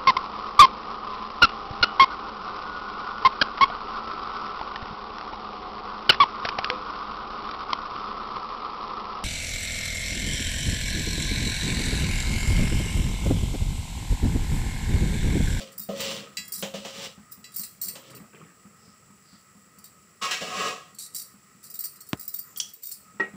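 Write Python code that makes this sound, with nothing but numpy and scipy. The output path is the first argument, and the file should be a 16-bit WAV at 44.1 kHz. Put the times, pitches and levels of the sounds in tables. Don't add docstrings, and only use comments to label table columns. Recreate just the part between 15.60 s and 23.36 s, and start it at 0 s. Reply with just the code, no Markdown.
import sys
import numpy as np
from scipy import signal
from scipy.fft import rfft, irfft, next_fast_len
from scipy.io import wavfile

SR = 44100
rng = np.random.default_rng(int(sys.argv[2]) if len(sys.argv) > 2 else 0)


def master_out(mix):
    frames = np.transpose(np.atleast_2d(mix))
    ceiling = np.clip(frames, -1, 1)
    pcm = np.round(ceiling * 32767).astype(np.int16)
    wavfile.write(sys.argv[1], SR, pcm)


N = 342200

# first_s, last_s, period_s, first_level_db, last_level_db
HEAVE_RUNS = [(0.19, 1.775, .198, -45, -43.5), (1.993, 2.269, .276, -41, -44),
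              (2.602, 4.176, .225, -41.5, -48.5), (5.324, 5.949, .21, -55, -51),
              (7.544, 7.737, .193, -49, -40.5)]
# start_s, attack_s, hold_s, release_t60_s, level_db
GURGLE_SWELLS = [(0.52, 0.078, 0.033, 0.48, -45), (2.2, 0.05, 0.14, 0.85, -53.5),
                 (2.48, 0.038, 0.042, 0.47, -47), (2.72, 0.022, 0.11, 0.37, -49)]
# frequency_hz, level_db
POT_HOLLOW_SPECTRUM = [(120, -3), (250, -3), (480, 0), (720, -9), (1000, -3), (1250, 5), (1500, -2),
                       (1900, 2), (3000, 1), (3600, -4)]

# start_s, level_db, clatter_db
PLATE_KNOCKS = [(0.289, -21.5, -42), (1.026, -26, -28), (1.139, -29.5, -39), (1.249, -37, -35),
                (2.354, -47, -41.5)]
# start_s, level_db
EDGE_PINGS = [(0.403, -24.5), (0.7701, -20.5), (1.842, -34.5), (2.033, -38.5), (2.286, -38), (2.354, -37.5),
              (2.55, -46)]
# frequency_hz, level_db, t60_s
POT_BODY_MODES = [(165, -8, .13), (201, -1, .24), (335, -17, .13), (425, -11, .14), (470, -9, .16),
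                  (542, -1, .36), (590, -7, .2), (650, -6, .2), (760, -14, .15), (1245, -20, .25)]
STEEL_PLATE_MODES = [(1670, -14, .8), (1976, 4, .25), (2121, -14, .8), (2540, -1, .25), (2692, 1, .33),
                     (2800, 0, .2), (3305, -10, 1), (3994, 10, .2), (4600, 2, .2), (4710, 6, .24),
                     (5240, 0, .25), (5437, -17, 1), (5636, -2, .18), (6417, -5, .2), (7117, 5, .3),
                     (7317, 3, .28), (7967, 6, .16), (8926, -7, .34), (12000, -8, .3), (13130, -6, .25),
                     (14320, 0, .17)]
# frequency_hz, level_db
CLATTER_SPECTRUM = [(100, 0), (250, 0.5), (700, 4.5), (1200, -2.5), (2200, -2.5), (3100, 4.5), (4500, -5),
                    (7400, -3.5), (9000, -21), (15000, -23)]

# start_s, attack_s, hold_s, release_t60_s, rasp_db, ring_db
RICE_SWEEPS = [(0.0, 0.0017, 0.015, 0.37, -41, -39.5), (0.29, 0.0077, 0.028, 0.58, -45.5, -32),
               (0.345, 0.07, 0.1, 0.44, -31.5, -36), (1.137, 0.009, .03, 0.79, -41, -43),
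               (1.245, 0.0053, 0.018, 0.35, -40.5, -45), (1.3, 0.084, 0.068, 0.26, -37, -43.5),
               (2.42, 0.025, 0.06, 0.21, -54, -55.5)]
# start_s, attack_s, hold_s, release_t60_s, rasp_db, ring_db, body_db
DRAG_PUSHES = [(4.612, 0.012, 0.021, 0.46, -29, -23.5, -39.5),
               (4.705, 0.0073, 0.011, 0.36, -26.5, -43, -43),
               (4.803, 0.0089, 0.011, 0.6, -35, -42.5, -37.5),
               (4.82, 0.19, 0.072, .42, -31.5, -26.5, -35.5)]
# frequency_hz, width_hz, level_db
SWEEP_RESONANCES = [(209, 27, 6), (455, 89, 0), (677, 68, -2.5), (1040, 62, -11.5), (1296, 35, -3),
                    (1895, 56, -12)]
DRAG_BODY_RESONANCES = [(190, 53, -4), (451, 55, 0), (555, 35, 1), (640, 46, -3), (727, 16, 5),
                        (754, 16, 1.5)]
DRAG_SINGING_RESONANCES = [(1098, 20, 5), (1180, 67, -6), (1226, 22, 3.5), (1265, 39, 1), (1320, 50, -8)]
DRAG_PLATE_RESONANCES = [(1667, 22, 6), (1895, 45, 3), (2060, 87, -2), (2265, 28, 4), (2520, 22, 8),
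                         (2649, 16, 7), (2780, 30, 1), (2890, 130, 2), (3213, 24, 4), (3460, 48, -1),
                         (5620, 88, -9), (7150, 200, -7)]
# frequency_hz, level_db
SWEEP_RASP_SPECTRUM = [(100, 1), (300, -10), (800, -1), (1600, -5), (2400, 0.5), (2900, 6), (4200, 0.5),
                       (6000, -1), (6600, -8), (7300, -1.5), (8600, -11.5), (13000, -24), (15000, -12)]
DRAG_RASP_SPECTRUM = [(100, -15), (450, -21), (900, -8), (1400, -4), (2700, -3.5), (4000, -3.5),
                      (5500, -3.5), (6600, -8), (7300, -1.5), (8700, -16), (11000, -21.5), (13600, -31),
                      (15000, -18)]

# start_s, rattle_length_s, top_partials_db, lower_partials_db, first_ring_hz
BANGLE_SHAKES = [(0.179, 0.059, -18, -41.5, 9200), (0.405, 0.012, -24, -42, 8670),
                 (0.879, .01, -30, -49, 9400), (0.921, 0.086, -20, -35.5, 9050),
                 (1.719, 0.012, -23, -48.5, 9220), (1.94, .015, -30, -49, 9100),
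                 (1.961, 0.066, -16.5, -36.5, 9370), (2.034, 0.0097, -39, -38, 8200),
                 (2.2145, 0.048, -14, -34.5, 8300), (2.283, .01, -19, -34, 8620),
                 (2.549, .02, -29, -50.5, 8620), (4.2411, 0.014, -32, -48, 8840),
                 (5.386, .075, -36, -37.5, 8450), (5.547, 0.062, -20, -34.5, 8830),
                 (6.039, 0.023, -34, -47.5, 9000), (6.1, 0.0079, -26, -47, 9400),
                 (6.14, .015, -22, -43.5, 8870), (6.1897, .025, -16, -39.5, 8570),
                 (6.239, 0.014, -13, -34.5, 8690), (6.406, 0.0088, -29, -45.5, 8300),
                 (6.4884, .008, -24, -50, 8700), (6.595, 0.054, -23, -45.5, 9300),
                 (6.678, 0.01, -14, -43, 9430), (6.74, 0.012, -12, -41, 8930),
                 (6.7873, 0.0052, -17, -41.5, 9040), (6.9725, 0.0073, -19, -40, 8880),
                 (7.135, .004, -23, -52, 8750), (7.233, 0.08, -20.5, -44.5, 8810),
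                 (7.315, 0.017, -21, -37.5, 8370)]
# frequency_hz, level_db
GLASS_TICK_SPECTRUM = [(500, -36), (2000, -8.5), (3600, -17), (4500, -16.5), (5600, 6), (6600, -0.5),
                       (7400, 13), (9000, 3), (10500, -4.5), (12500, 6), (14000, -25)]
GLASS_SPARKLE_SPECTRUM = [(9000, -42), (12500, -6), (13800, -119), (14500, 35), (15400, 21), (15800, -2)]

# start_s, level_db
UTENSIL_CLINKS = [(6.9612, -37), (7.0, -20), (7.002, -25)]
# start_s, level_db
SPOON_KNOCKS = [(7.598, -21.5), (7.6012, -20), (7.6103, -39)]
# start_s, level_db
HOUSING_BUMPS = [(6.5317, -16)]
# frequency_hz, level_db, t60_s
STEEL_UTENSIL_MODES = [(3060, -11, .12), (3250, 8, 0.079), (3310, 2, 0.19), (3340, -10, 0.085),
                       (4480, -8, .14), (4800, -13, 0.16), (5270, -12, .13), (5700, -7, 0.15),
                       (5950, 0.5, 0.11), (6400, -9, 0.087), (6800, -12, .12), (7480, -11, 0.11),
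                       (8700, -15, 0.13)]
POT_RIM_MODES = [(204, -14, 0.5), (315, -9, .12), (385, -7, 0.17), (476, 0, 0.054), (630, -14, 0.072),
                 (895, -8, 0.069), (1140, -11.5, 0.14), (1310, -7, 0.16), (1365, -2, 0.12),
                 (1650, -11, 0.055), (1893, 4, 0.16), (1948, 0.5, 0.082), (2159, -27, 0.18),
                 (2520, -23, 0.091), (2720, -24, 0.17), (3970, -41, 0.61)]
# frequency_hz, level_db
UTENSIL_TICK_SPECTRUM = [(300, -33), (2600, -9), (3200, 9), (3800, -7), (5700, 3.5), (6700, -1), (7500, -5),
                         (9500, -11), (15000, -36)]
BUMP_SPECTRUM = [(30, -44), (70, -8), (120, -0.5), (200, 3), (300, 0.5), (450, -15), (700, -33),
                 (1100, -11), (2000, -13), (2900, -12), (4500, -18), (9000, -23), (15000, -34)]

# frequency_hz, level_db
FLAME_SPECTRUM = [(18, -82), (30, -57), (48, -0.5), (205, 10), (270, -5.5), (393, -6.5), (489, -6.5),
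                  (786, -8), (1140, -14.5), (1260, 7), (1480, -12), (1950, -18), (3400, -35), (4420, -52),
                  (7480, -120)]
FIZZ_SPECTRUM = [(2500, -4.5), (3500, -14), (4200, -10), (4600, -7.5), (5400, -5.5), (6500, -10.5),
                 (7200, -1), (7800, 4.5), (8700, -10.5), (10900, -11), (11900, -16.5), (13800, -38),
                 (14800, -3.5), (15500, -8.5)]
# time_s, level_db
RUSH_LEVEL = [(0, 4), (6.52, 1), (6.56, 9.5), (6.7, -2), (6.98, 7), (7.12, -1), (7.15, -24), (7.4, 2),
              (7.77, 6)]
# centre_s, length_s, pitch_hz, level_db
FAINT_CHIRPS = [(3.27, .09, 5200, -62), (3.74, .08, 4750, -60), (6.9, .06, 7300, -58)]

FLAME_DB, FIZZ_DB = -64.5, -60
CUTOFF_HZ = 15600
HEAVE_SCATTER_DB = 2.5
BUBBLE_FULL_HZ = 400
STROKE_RISE_DB, STROKE_BITE_S = 14, .006
TOUCH_GAP_S, RATTLE_FADE_DB = .018, 8
STRAY_S, STRAY_TOP_DB, STRAY_LOW_DB = .06, -42.5, -54


def boil():
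    s, db = heaves()
    push = ring(clicks(s, db), hz=225, t60=.028)
    swell = ring(push, hz=204, t60=.1) * 2 * np.pi * 204 / SR
    slosh_spectrum = [(80, -3), (200, -4.5), (330, -10), (600, -14.5), (1200, -10)]
    slosh = colour(burst(s, db - 12.5, t60=0.18), slosh_spectrum)
    return kitchen(amp(-2.5) * swell + slosh, wet_db=-3)


def heaves():
    runs = []
    for first, last, period, first_db, last_db in HEAVE_RUNS:
        count = round((last - first) / period) + 1
        runs.append(np.linspace((first, first_db), (last, last_db), count))
    s, db = np.vstack(runs).T
    return s, db + HEAVE_SCATTER_DB * rng.standard_normal(len(s))


def gurgle():
    level, = strokes(GURGLE_SWELLS)
    pops = np.zeros(N)
    for hz in np.geomspace(130, 3500, 30):
        bursts = grains(per_s=60, spread_db=2) * amp(4 * drift(12))
        pops += np.sqrt(min(hz / BUBBLE_FULL_HZ, 1)) * ring(bursts, hz, 30 / hz)
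    return (amp(-3) * level + amp(-66.5)) * rms_one(colour(pops, POT_HOLLOW_SPECTRUM))


def knocks():
    s, db, clatter_db = np.transpose(PLATE_KNOCKS)
    body = strike(s, db - 4, POT_BODY_MODES, scatter_db=1)
    return body + colour(burst(s, clatter_db - 2, t60=0.27), CLATTER_SPECTRUM)


def plate_pings():
    s, db = np.transpose(EDGE_PINGS)
    rings = strike(s, db - 20.5, STEEL_PLATE_MODES, scatter_db=0.0)
    clank_spectrum = [(1200, -25), (2000, -4), (2700, 0), (3500, -10),
                      (4600, 1), (6500, -8), (7700, -1), (9500, -16)]
    clank = colour(burst(s, db - 12, t60=.12), clank_spectrum)
    return kitchen(rings + clank, wet_db=-12)


def sweeps():
    rasp, body = strokes(RICE_SWEEPS)
    slips = grains(per_s=3500, spread_db=3.3) * amp(1.8 * drift(60))
    hz = 544 + 10 * drift(40)
    tone = np.sqrt(2) * np.sin(2 * np.pi * np.cumsum(hz) / SR)
    note = tone * amp(1.6 * drift(40))
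    hum = amp(-3.5) * note + amp(-5) * resonate(slips, SWEEP_RESONANCES)
    scrape = rms_one(kitchen(colour(slips, SWEEP_RASP_SPECTRUM), wet_db=-2.5))
    return amp(-1) * rasp * scrape + body * hum


def drag():
    rasp, sing, body = strokes(DRAG_PUSHES)
    slips = grains(per_s=5000, spread_db=3) * amp(1.0 * drift(70))
    scrape = rms_one(kitchen(colour(slips, DRAG_RASP_SPECTRUM), wet_db=2.5))
    grind = amp(-2.0) * rasp * scrape
    friction = rasp * slips
    plate = amp(-3.5) * np.std(friction) * resonate(friction, DRAG_PLATE_RESONANCES)
    singing = amp(-4.5) * sing * resonate(slips, DRAG_SINGING_RESONANCES)
    hollow = amp(0.5) * body * resonate(slips, DRAG_BODY_RESONANCES)
    return grind + plate + singing + hollow


def bangles():
    s, top_db, low_db, hz = touches()
    rings = glass(s, hz, [low_db - 3.5, low_db + 0.5, top_db - 21])
    ticks = burst(s, low_db + 0.0, t60=0.058)
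    sparkle = burst(s, top_db - 9.5, t60=0.037)
    for neighbour in range(6):
        late, size, force = rng.random((len(s), 3)).T
        touch = s + .016 * late
        db = low_db - 5 - 9 * force
        rings += glass(touch, 7100 + 4400 * size, [db - 2, db, db - 3])
        ticks += burst(touch, db + 5.5, t60=0.019)
        sparkle += burst(touch, top_db - 15.5 - 9 * force, t60=0.007)
    tick_noise = colour(ticks, GLASS_TICK_SPECTRUM) + colour(sparkle, GLASS_SPARKLE_SPECTRUM)
    return kitchen(rings + tick_noise, wet_db=-8.5, t60=0.37)


def touches(count=8):
    rows = []
    for s, length, top_db, low_db, hz in BANGLE_SHAKES:
        jitter, size = rng.random((2, count))
        pitches = 8300 + 1800 * size
        rows.append((s - STRAY_S * jitter[0], STRAY_TOP_DB, STRAY_LOW_DB, pitches[0]))
        rows.append((s, top_db, low_db, hz))
        for k in range(1, count):
            late = TOUCH_GAP_S * (k + (jitter[k] - .5) / 2)
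            loss_db = RATTLE_FADE_DB * late / length
            if late < length + TOUCH_GAP_S / 2:
                rows.append((s + late, top_db - loss_db, low_db - loss_db, pitches[k]))
    return np.transpose(rows)


def glass(s, hz, partial_db):
    waves = np.array([3, 4, 5])
    series = waves * (waves ** 2 - 1) / np.sqrt(waves ** 2 + 1)
    t, out = np.arange(SR // 8) / SR, np.zeros(N + SR)
    for ratio, levels, t60 in zip(series / series[1], partial_db, [.105, .1, .05]):
        for start, pitch, db in zip((s * SR).astype(int), hz, levels):
            partial = np.sin(2 * np.pi * pitch * ratio * t)
            out[start:start + len(t)] += amp(db - 60 * t / t60) * partial
    return out[:N]


def utensil():
    s, db = np.transpose(UTENSIL_CLINKS)
    rings = strike(s, db - 14.5, STEEL_UTENSIL_MODES, scatter_db=2.5)
    tick = colour(burst(s, db - 2, t60=0.035), UTENSIL_TICK_SPECTRUM)
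    return kitchen(rings + tick, wet_db=-7.5)


def spoon():
    s, db = np.transpose(SPOON_KNOCKS)
    thock_spectrum = [(150, -3), (450, 3.5), (700, -6.0), (1400, -6.5),
                      (2000, 2.5), (2700, -7.5), (3500, -24), (8000, -35)]
    thock = colour(burst(s, db - 12, t60=0.077), thock_spectrum)
    return strike(s, db - 6.5, POT_RIM_MODES, scatter_db=3.5) + kitchen(thock, wet_db=-1)


def bump():
    s, db = np.transpose(HOUSING_BUMPS)
    thud = colour(clicks(s, db + 24.0), BUMP_SPECTRUM)
    scuff_spectrum = [(200, 14.5), (1100, 2), (2900, -8), (5000, -12), (12000, -20)]
    scuff = colour(burst(s + 0.00054, db - 13.5, t60=0.06), scuff_spectrum)
    return thud + scuff + ring(clicks(s, db - 10), hz=174, t60=0.034)


def stove():
    rush, = gains(RUSH_LEVEL)
    flutter = amp(1.6 * drift(12))
    flame = amp(FLAME_DB) * flutter * colour(rng.standard_normal(N), FLAME_SPECTRUM)
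    note = resonate(rng.standard_normal(N), [(1040, 40, -6), (1263, 55, 4), (1946, 115, -3)])
    hollow = amp(-66.5 + 3 * drift(16)) * note
    bubbles = colour(grains(per_s=10000, spread_db=2.5), FIZZ_SPECTRUM)
    fizz = amp(FIZZ_DB + 0.21 * drift(10)) * bubbles
    return rush * (flame + hollow) + fizz


def chirps():
    t, out = np.arange(N) / SR, np.zeros(N)
    for s, length, hz, db in FAINT_CHIRPS:
        swell = np.exp(-((t - s) / length) ** 2)
        out += amp(db) * swell * resonate(rng.standard_normal(N), [(hz, 450, 0)])
    return out


def kitchen(x, wet_db, t60=0.28):
    t = np.arange(SR // 2) / SR
    tail = rng.standard_normal(len(t)) * amp(-60 * t / t60) * (t > .004)
    return x + amp(wet_db) * signal.fftconvolve(x, tail / np.linalg.norm(tail))[:N]


def strokes(rows):
    power = 0
    for start, attack, hold, t60, *db in rows:
        t = np.arange(N) / SR - start
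        swell_db = STROKE_RISE_DB * np.clip(t / attack - 1, -1, 0)
        fade_db = -60 * np.maximum(t - attack - hold, 0) / t60
        shape = np.clip(t / STROKE_BITE_S, 0, 1) * amp(swell_db + fade_db)
        power = power + np.outer(amp(db), shape) ** 2
    return np.sqrt(power)


def strike(times, db, modes, scatter_db):
    out = np.zeros(N)
    for k, (hz, level, t60) in enumerate(modes):
        blow_db = db + level + scatter_db * rng.standard_normal(len(db))
        out += (-1) ** k * ring(clicks(times, blow_db), hz, t60)
    return out


def burst(times, db, t60):
    decay = signal.lfilter([1], [1, -amp(-60 / (t60 * SR))], clicks(times, db) + 1e-18)
    return decay * rng.standard_normal(N)


def clicks(times, db):
    out = np.zeros(N)
    out[np.clip(np.round(np.asarray(times) * SR).astype(int), 0, N - 1)] = amp(db)
    return out


def grains(per_s, spread_db):
    sizes = amp(spread_db * np.minimum(rng.exponential(1, N), 4)) * rng.choice([-1, 1], N)
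    return rms_one(sizes * (rng.random(N) < per_s / SR))


def ring(x, hz, t60):
    r, w = amp(-60 / (t60 * SR)), 2 * np.pi * min(hz, SR / 2) / SR
    return signal.lfilter([0, np.sin(w)], [1, -2 * r * np.cos(w), r * r], x + 1e-18)


def resonate(x, peaks):
    out = np.zeros(N)
    for k, (hz, width, db) in enumerate(peaks):
        t60 = np.log(1000) / (np.pi * width)
        out += (-1) ** k * amp(db) * width * ring(x, hz, t60)
    return rms_one(out)


def colour(x, spectrum):
    size = next_fast_len(N + SR // 2, True) // 2 * 2
    hz, db = np.transpose(spectrum)
    octave = np.log2(np.maximum(np.arange(size // 2 + 1) * SR / size, 1))
    beyond = np.abs(octave - np.clip(octave, np.log2(hz[0]), np.log2(hz[-1])))
    shape = rms_one(amp(np.interp(octave, np.log2(hz), db) - 12 * beyond))
    cepstrum = irfft(np.log(shape))
    cepstrum[1:size // 2] *= 2
    return irfft(rfft(x, size) * np.exp(rfft(cepstrum[:size // 2], size)))[:N]


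def drift(per_s):
    knots = rng.standard_normal(N // 100)
    return np.interp(np.arange(N) / SR * per_s, np.arange(len(knots)), knots)


def gains(rows):
    s, *columns = np.transpose(rows)
    return [amp(np.interp(np.arange(N) / SR, s, c, left=-120, right=-120)) for c in columns]


def rms_one(x):
    return x / np.sqrt(np.mean(x ** 2) + 1e-20)


def amp(db):
    return 10 ** (np.asarray(db) / 20)


def scene():
    pot = boil() + gurgle()
    plate = knocks() + plate_pings() + sweeps() + drag()
    handling = bangles() + utensil() + spoon() + bump()
    background = stove() + chirps()
    return (pot + plate + handling + background)[None]


def record(dry):
    thin = signal.sosfilt(signal.butter(2, 64, "high", fs=SR, output="sos"), dry)
    rounded = .3 * np.tanh(thin / .3)
    return signal.sosfilt(signal.ellip(10, .3, 70, CUTOFF_HZ, fs=SR, output="sos"), rounded)


dry = scene()
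out = record(dry)
master_out(out)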